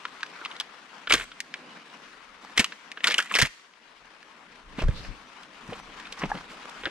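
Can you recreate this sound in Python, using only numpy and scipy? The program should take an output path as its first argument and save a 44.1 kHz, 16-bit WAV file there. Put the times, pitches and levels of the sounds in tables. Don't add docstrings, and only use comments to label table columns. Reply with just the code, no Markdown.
import sys
import numpy as np
from scipy import signal
from scipy.fft import rfft, irfft, next_fast_len
from scipy.io import wavfile
from scipy.ndimage import uniform_filter1d, map_coordinates

SR = 44100
rng = np.random.default_rng(int(sys.argv[2]) if len(sys.argv) > 2 else 0)


def inscribe(sig):
    pcm = np.round(np.clip(np.atleast_2d(sig).T, -1, 1) * 32767)
    wavfile.write(sys.argv[1], SR, pcm.astype(np.int16))


N = 304652


def amp(db):
    return 10 ** (np.asarray(db) / 20)


def unit(x):
    return x / np.sqrt(np.mean(x ** 2) + 1e-20)


def along(points, hz):
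    freqs, values = np.transpose(points)
    return np.interp(np.log(hz + 1), np.log(freqs + 1), values)


def curves(rows):
    times, *columns = np.transpose(rows)
    return [np.interp(np.arange(N) / SR, times, column) for column in columns]


def wobble(rate):
    return map_coordinates(rng.standard_normal(int(N * rate / SR) + 4), [np.arange(N) * rate / SR])


def filtered(x, response):
    n = x.shape[-1]
    padded = next_fast_len(n + 4096)
    return irfft(rfft(x, padded) * response(np.fft.rfftfreq(padded, 1 / SR)), padded)[..., :n]


def mode(hz, q):
    return lambda f: 1j * f * hz / q / (hz * hz - f * f + 1j * f * hz / q)


def panned(x, db):
    return x * amp([db / 2, -db / 2]).reshape(2, -1)


def unit_peak(x):
    return x / np.sqrt(2 * np.max(uniform_filter1d(x ** 2, size=40)))


def far_noise(spectrum, patchy_db):
    # (frequency [Hz], left-right likeness [-1 to 1])
    likeness = [(60, 0.28), (180, 0.95), (540, 0.84), (1630, 0.41), (4900, 0.28), (14700, -0.37)]
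    bins = signal.stft(rng.standard_normal((2, N)), nperseg=512)[2]
    patches = uniform_filter1d(uniform_filter1d(rng.standard_normal(bins.shape[1:]), 6, 0), 10, 1)
    pair = signal.istft(bins * amp(patchy_db * unit(patches)), nperseg=512)[1][:, :N]
    width = lambda f: np.arccos(np.clip(along(likeness, f), -1, 1)) / 2
    mid, side = filtered(pair, lambda f: amp(along(spectrum, f)) * [np.cos(width(f)), np.sin(width(f))])
    return unit(np.array([mid + side, mid - side]))


def woods():
    # (time [s], rustle [dB], murmur [dB], rustle left-right [dB])
    levels = [(0.0, -49.5, -59, 7), (0.45, -44.5, -56.5, 3.5), (0.73, -50, -63, 6.5), (1.0, -47.5, -57, 6),
              (1.33, -51.5, -61.5, 4), (1.61, -47.5, -51, 1.5), (2.27, -50.5, -65, 7.5),
              (2.62, -49.5, -58.5, 6), (3.71, -52, -63.5, 7.5), (4.64, -51, -60.5, 5.5),
              (4.98, -47.5, -46, 5.5), (5.23, -49, -60.5, 6), (5.77, -48.5, -54.5, 5.5),
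              (6.4, -44.5, -57, 2.5), (6.91, -44.5, -53, 5)]
    # (frequency [Hz], density [dB])
    rustle_spectrum = [(240, -26.5), (400, -10.5), (495, -13), (830, -7.5), (1030, -3.5), (1550, -5),
                       (2940, -10), (3170, -11.5), (5240, -18.5), (9920, -32), (13000, -44), (15200, -48)]
    murmur_spectrum = [(53, -67), (90, -73), (146, -0.5), (227, 5.5), (324, 3.5), (357, -3.5), (491, 1),
                       (900, -15), (1170, -23), (1980, -120)]
    rustle_db, murmur_db, pan_db = curves(levels)
    stir_db, swell_db = wobble(14) + wobble(70) + wobble(400), 2 * wobble(18)
    rustle = amp(rustle_db + stir_db) * far_noise(rustle_spectrum, patchy_db=1.5)
    murmur = amp(murmur_db + swell_db) * far_noise(murmur_spectrum, patchy_db=0.5)
    return panned(rustle, pan_db) + murmur


def leaf_ticks():
    ticks_per_s, spread_db = 30, 14
    chance, softness = rng.random((2, N))
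    spikes = (chance < ticks_per_s / SR) * amp(-30 - spread_db * softness)
    return filtered(spikes, lambda f: mode(hz=3200, q=1.2)(f) ** 3)


def twig_snaps():
    # (time [s], ring peak [dB], ring [Hz], treble, body [dB re ring])
    breaks = [(0.052, -18.5, 1400, -29.5, -22), (0.208, -32.5, 1090, -14, -33),
              (0.231, -18.5, 1570, -18, -39.5), (0.263, -34.5, 1130, -13, -19),
              (0.414, -30, 1360, -55, -10), (0.45, -23, 2600, -17, -34), (0.458, -23.5, 1230, -26, -33),
              (0.513, -31.5, 2880, -29, -14), (0.566, -31.5, 3640, -17, -46), (0.6, -17, 3360, -8, -34.5),
              (0.607, -23, 1460, -12, -25), (1.072, -20.5, 1500, -35, -20), (1.098, -17, 2900, -31, -23),
              (1.105, -9.5, 1380, -34, -13.5), (1.123, -4, 2700, -9, -32), (1.136, -14, 2920, 3.5, -13),
              (1.14, -7, 1610, -17, -13.5), (1.152, -16.5, 2970, -5, -12), (1.178, -23, 1960, -16, -11),
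              (1.198, -19, 1460, -35, -19), (1.209, -20, 1410, -43, -15), (1.22, -27, 2200, -37, -18),
              (1.317, -31.5, 1390, -29, -22), (1.404, -16.5, 2090, 0.5, -47),
              (1.54, -20.5, 2200, -16.5, -34), (2.576, -7.5, 2180, -6.5, -19), (2.594, -7.5, 2600, -5, -13),
              (2.601, -14.5, 1710, -1.5, -11), (2.644, -10, 2800, -6.5, -43), (2.722, -27, 1730, -27, -34),
              (2.917, -23.5, 2360, -9, -39), (2.973, -26.5, 1560, -45, -16), (3.005, -28.5, 1810, -30, -14),
              (3.037, -26, 2200, -28, -28), (3.042, -7, 2070, -12, -28), (3.065, -27, 2060, -27, -14),
              (3.071, -8.5, 1560, -9, -24), (3.08, -18, 1510, -4, -14), (3.086, -18.5, 2140, -17, -8.5),
              (3.1, -18, 2420, -14, -15), (3.109, -11, 1730, -13, -33), (3.118, -14, 2250, -8, -17),
              (3.143, -6, 2900, -8.5, -58), (3.181, -7, 2620, -6, -17), (3.188, -7, 1400, -38, -26),
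              (3.201, -11, 1670, -11, -25), (3.224, -22, 1610, -1, -28), (3.31, -14, 1210, -51, -20),
              (3.34, -8, 2720, -15, -23), (3.352, -5.5, 2320, -4, -14), (3.359, -4, 2030, -16, -27),
              (3.368, -10, 1650, -11, -24), (3.387, -4, 2040, -6, -12.5), (3.397, -9, 1700, -2.5, -21),
              (3.403, -5.5, 2960, -8, -31), (3.416, -2, 1860, -3, -30), (3.421, -2, 1760, -4, -24.5),
              (3.428, -7.5, 1900, -8, -20), (3.457, -16, 1600, -11, -22), (3.47, -20.5, 2590, -6, -32),
              (3.737, -38, 2400, -28, -45), (4.229, -34, 1760, -13, -47), (4.789, -26, 1250, -32, -1.5),
              (4.819, -29.5, 1140, -25, 5), (4.882, -30.5, 1610, -13.5, 1), (5.048, -35, 1470, -23, -1),
              (5.433, -37, 2980, -5, -33), (5.731, -29.5, 960, -35, -10), (5.998, -33, 1560, -8.5, -17),
              (6.054, -33, 2530, -24, -21), (6.07, -36, 1500, -32, -27), (6.123, -25, 3470, -11.5, -13.5),
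              (6.218, -23.5, 1160, -60, -9), (6.234, -21, 980, -46.5, 0), (6.351, -30, 1170, -39, 1.5),
              (6.373, -33, 1010, -28, -2), (6.654, -30.5, 1240, -15, -5), (6.695, -37, 3520, 2, -30),
              (6.835, -29, 1590, -34, -5), (6.855, -17.5, 1710, -33, -11.5), (6.87, -31.5, 931, -41, 3.5)]
    out, t = np.zeros((2, N + SR)), np.arange(SR // 10) / SR
    for start, db, hz, treble_db, body_db in breaks:
        t60 = 0.048 * amp(0.12 * body_db + 0.11 * db)
        noise = rng.standard_normal((5, len(t)))
        second_hz = hz * 1.84 ** noise[4, 0]
        edge_hz = max(5981 + 70 * treble_db, 1.9 * hz)
        splinters = amp(3.5 * unit(uniform_filter1d(noise[4], size=30)))
        fade = amp(-60 * t / t60) + .1 * amp(-60 * t / (4 * t60))
        burst = noise * splinters * (1 - np.exp(-t / .0004)) ** 2 * fade
        burst[:, 6] += amp(7.5 - 0.28 * body_db)
        wood = lambda f: mode(hz, 6.5)(f) - .5 * mode(second_hz, 5.5)(f) + 0.23 * mode(2400, .7)(f)
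        damping = lambda f: (1 + .9j * f / edge_hz - (f / edge_hz) ** 2) ** 2
        ring = filtered(burst[0], lambda f: wood(f) * mode(2400, .6)(f) / damping(f))
        spit = burst[1] + 0.5 * burst[2] * [[1], [-1]]
        treble = filtered(spit * amp(-60 * t / (20 * t60)), lambda f: mode(5600, 1.3)(f) ** 2)
        body = filtered(burst[3], lambda f: mode(480, 1.2)(f) ** 2)
        snap = unit_peak(ring) + amp(treble_db) * unit_peak(treble) + amp(body_db) * unit_peak(body)
        out[:, round(start * SR):][:, :len(t)] += amp(db) * snap
    return out[:, :N]


def leaf_crush():
    # (time [s], length [s], level [dB], treble, stalks [dB re level])
    steps = [(1.104, .13, -42, 1.5, 9.5), (2.422, 0.094, -48, -16, -12), (2.572, 0.09, -44, -7, 2),
             (3.048, .11, -36.5, -5.5, 2), (3.173, 0.14, -44, -4.5, 7.5), (3.334, 0.13, -31, -2, 4.5),
             (4.789, 0.05, -38.5, -17, -6), (4.854, 0.22, -50.5, -12, -1.5), (5.659, 0.14, -47, -12, -5.5),
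             (6.18, 0.083, -43, -20, -5), (6.296, 0.12, -45.5, -17, -14), (6.505, 0.046, -45, -10.5, -9),
             (6.804, 0.082, -48, -9.5, -4)]
    # (frequency [Hz], density [dB])
    litter_spectrum = [(120, -33), (200, -0.5), (437, -9.5), (999, 0), (1120, 2), (2060, -13), (6000, -16),
                       (7800, -51), (13200, -120)]
    crisp_spectrum = [(2060, -13), (3500, -4), (5120, -16), (7270, -4), (12600, -21.5), (15200, -24)]
    land_s, lift_s, settle_db_per_s = 0.016, 0.013, 11
    grains = amp(4.4 * wobble(500) + 3.03 * wobble(90))
    dull, crisp, side = grains * rng.standard_normal((3, N))
    dull = unit(filtered(dull, lambda f: amp(along(litter_spectrum, f))))
    crisp = unit(filtered(crisp + 0.81 * side * [[1], [-1]], lambda f: amp(along(crisp_spectrum, f))))
    stalks = amp(2.7 * wobble(300) + 4.1 * wobble(70)) * rng.standard_normal(N)
    stalks = unit(filtered(stalks, lambda f: mode(hz=2090, q=1.4)(f) ** 2))
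    out, t = np.zeros((2, N)), np.arange(N) / SR
    for start, length, db, treble_db, stalk_db in steps:
        press = np.interp(t - start, [-land_s, 0, length, length + lift_s], [0, 1, 1, 0])
        level = amp(db - settle_db_per_s * np.clip(t - start, 0, 1))
        out += press * level * (dull + amp(treble_db) * crisp + amp(stalk_db) * stalks)
    return out


def camera_jolts():
    # (time [s], peak [dB], rise [dB/s], fall [dB/s])
    jolts = [(1.13, -36.5, 570, 155), (2.38, -66, 58, 260), (2.6, -57, 290, 230), (3.421, -23.5, 597, 430),
             (4.04, -62, 140, 162), (4.72, -52, 106, 100), (4.86, -31, 228, 88), (5.08, -42.5, 70, 277),
             (5.7, -55.5, 98, 24), (6.27, -42, 249, 110), (6.87, -44.5, 292, 400)]
    # (frequency [Hz], density [dB])
    spectrum = [(8.8, -45), (15, -13), (32, 0.5), (80, -16), (156, -16), (200, -17), (260, -49),
                (440, -120)]
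    hand_tremor_db = -83.5
    t = np.arange(N) / SR
    level = amp(hand_tremor_db)
    for at, db, rise, fall in jolts:
        level = level + amp(db - np.where(t < at, rise * (at - t), fall * (t - at)))
    shared, left, right = filtered(rng.standard_normal((3, N)), lambda f: amp(along(spectrum, f)))
    flutter = amp(0.83 * np.array([wobble(11), wobble(51)]))
    return level * flutter * unit(shared + 0.67 * np.array([left, right]))


def sole_thuds():
    # (time [s], peak [dB], pitch [Hz], t60 [s], left-right [dB])
    blows = [(1.133, -18.5, 404, 0.044, -2), (2.594, -16, 145, 0.032, -1.5), (3.424, -10, 130, 0.042, -10),
             (4.784, -20, 245, 0.012, -1), (4.811, -27.5, 127, 0.033, -1.1), (4.833, -12, 31.6, 0.17, 2),
             (4.883, -14.5, 72.5, 0.06, -9), (5.079, -35, 52.4, 0.1, 20), (5.687, -30, 172, 0.12, 2),
             (5.721, -26.5, 466, 0.065, -2), (6.23, -21, 191, 0.096, -1), (6.344, -27.5, 185, 0.11, 1),
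             (6.868, -27.5, 417, 0.037, 0)]
    out, t = np.zeros((2, N + SR)), np.arange(SR // 4) / SR
    for start, db, hz, t60, pan_db in blows:
        fade = amp(-60 * t / t60) * (1 - np.exp(-t / 0.0039))
        noise = rng.standard_normal((2, len(t))) + 2.2 * rng.standard_normal(len(t))
        puff = filtered(noise * fade, lambda f: mode(hz, .8)(f) ** 2)
        push = np.sin(2 * np.pi * hz * t) * fade
        thud = push / push.max() + 1.63 * puff / np.abs(puff).max()
        out[:, round(start * SR):][:, :len(t)] += panned(amp(db) * thud / np.abs(thud).max(), pan_db)
    return out[:, :N]


def metal_clink(start=1.138, hz=8030, db=-46, t60=.45):
    t = np.arange(N) / SR
    return (t > start) * amp(db - 60 * np.abs(t - start) / t60) * np.sin(2 * np.pi * hz * t)


def peeps():
    # (centre time [s], half length [s], pitch [Hz], level [dB])
    notes = [(1.706, 0.071, 2940, -56), (1.813, .04, 3030, -58), (5.28, 0.016, 5960, -61),
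             (5.672, 0.019, 6030, -70), (5.82, .03, 6030, -62)]
    t = np.arange(N) / SR
    waver = 2 * np.pi * np.cumsum(25 * wobble(30)) / SR
    return sum(amp(db) * np.exp(-((t - at) / half) ** 2) * np.sin(2 * np.pi * hz * t + waver)
               for at, half, hz, db in notes)


def leaf_swishes():
    # (centre time [s], half length [s], band centre [Hz], level [dB])
    brushes = [(2.1, 0.035, 5500, -64), (5.697, 0.016, 1270, -59), (4.807, 0.011, 2600, -35),
               (4.981, .035, 3900, -43), (5.05, 0.039, 4700, -50), (6.196, 0.008, 5200, -43.5)]
    t = np.arange(N) / SR
    hiss = lambda hz: unit(filtered(rng.standard_normal((2, N)), lambda f: mode(hz, 2.4)(f) ** 2))
    return sum(amp(db + 0.69 * wobble(220)) * np.exp(-((t - at) / half) ** 2) * hiss(hz)
               for at, half, hz, db in brushes)


def branch_knock():
    # (time [s], peak [dB])
    contacts = [(6.301, -26), (6.316, -14.5)]
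    # (frequency [Hz], level [dB], t60 [s])
    modes = [(836, -1, 0.022), (1690, -9, 0.018)]
    out, t = np.zeros(N + SR), np.arange(SR // 8) / SR
    attack = (1 - np.exp(-t / .0012)) ** 2
    for start, db in contacts:
        ring = sum(amp(level + rng.normal(0, 1.8) - 60 * t / t60) * np.sin(2 * np.pi * hz * t)
                   for hz, level, t60 in modes)
        bark = amp(0.81 * unit(uniform_filter1d(rng.standard_normal(len(t)), size=60)))
        out[round(start * SR):][:len(t)] += amp(db) * unit_peak(ring * bark * attack)
    return out[:N]


def microphone_ports(x):
    # (frequency [Hz], left-right [dB])
    shadow = [(60, -5), (200, -2), (600, .5), (2300, 1.5), (4500, -.5), (8000, -4), (14000, -8)]
    # (frequency [Hz], lead of the left [rad])
    lead = [(0, 0.29), (3500, -1.35), (5000, -1.48), (8500, -0.73), (13000, -1.9)]
    hz, radians = np.transpose(lead)
    sides = np.array([[.5], [-.5]])
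    phase = lambda f: np.exp(1j * sides * np.interp(f, hz, radians))
    return filtered(x, lambda f: amp(sides * along(shadow, f)) * phase(f))


def echo(x, decay):
    hz, t, bins = signal.stft(rng.standard_normal((2, SR // 2)), SR, nperseg=256)
    tail = signal.istft(bins * amp(-60 * t / along(decay, hz)[:, None]), SR, nperseg=256)[1]
    return signal.fftconvolve(x, tail / np.linalg.norm(tail[0]), axes=1)[:, :N]


def gain_control(x, threshold_db=-42.5, cut_db_per_db=0.79, memory_s=0.62, above_hz=300):
    heard = filtered(x.mean(0), lambda f: f > above_hz)
    level_db = 10 * np.log10(np.abs(uniform_filter1d(heard ** 2, size=SR // 50)) + 1e-12)
    hold = np.exp(-1 / (memory_s * SR))
    excess_db = signal.lfilter([1 - hold], [1, -hold], np.maximum(level_db - threshold_db, 0))
    return x * amp(-cut_db_per_db * excess_db)


def scene():
    # (frequency [Hz], t60 [s])
    ground_decay = [(300, 0.16), (2000, 0.11), (10000, 0.06)]
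    trunk_decay = [(300, 0.26), (2000, 0.62), (7000, 0.77), (13000, 0.57)]
    feet = twig_snaps() + leaf_crush() + branch_knock() + leaf_ticks()
    echoes = amp(-20) * echo(feet, ground_decay) + amp(-22) * echo(feet, trunk_decay)
    near = microphone_ports(feet) + leaf_swishes() + sole_thuds() + camera_jolts() + metal_clink()
    return near + echoes + woods() + peeps()


def record(dry):
    rolloff_hz, limit_hz = 13300, 15500
    return filtered(gain_control(dry), lambda f: (f < limit_hz) / np.sqrt(1 + (f / rolloff_hz) ** 20))


dry = scene()
out = record(dry)
inscribe(out)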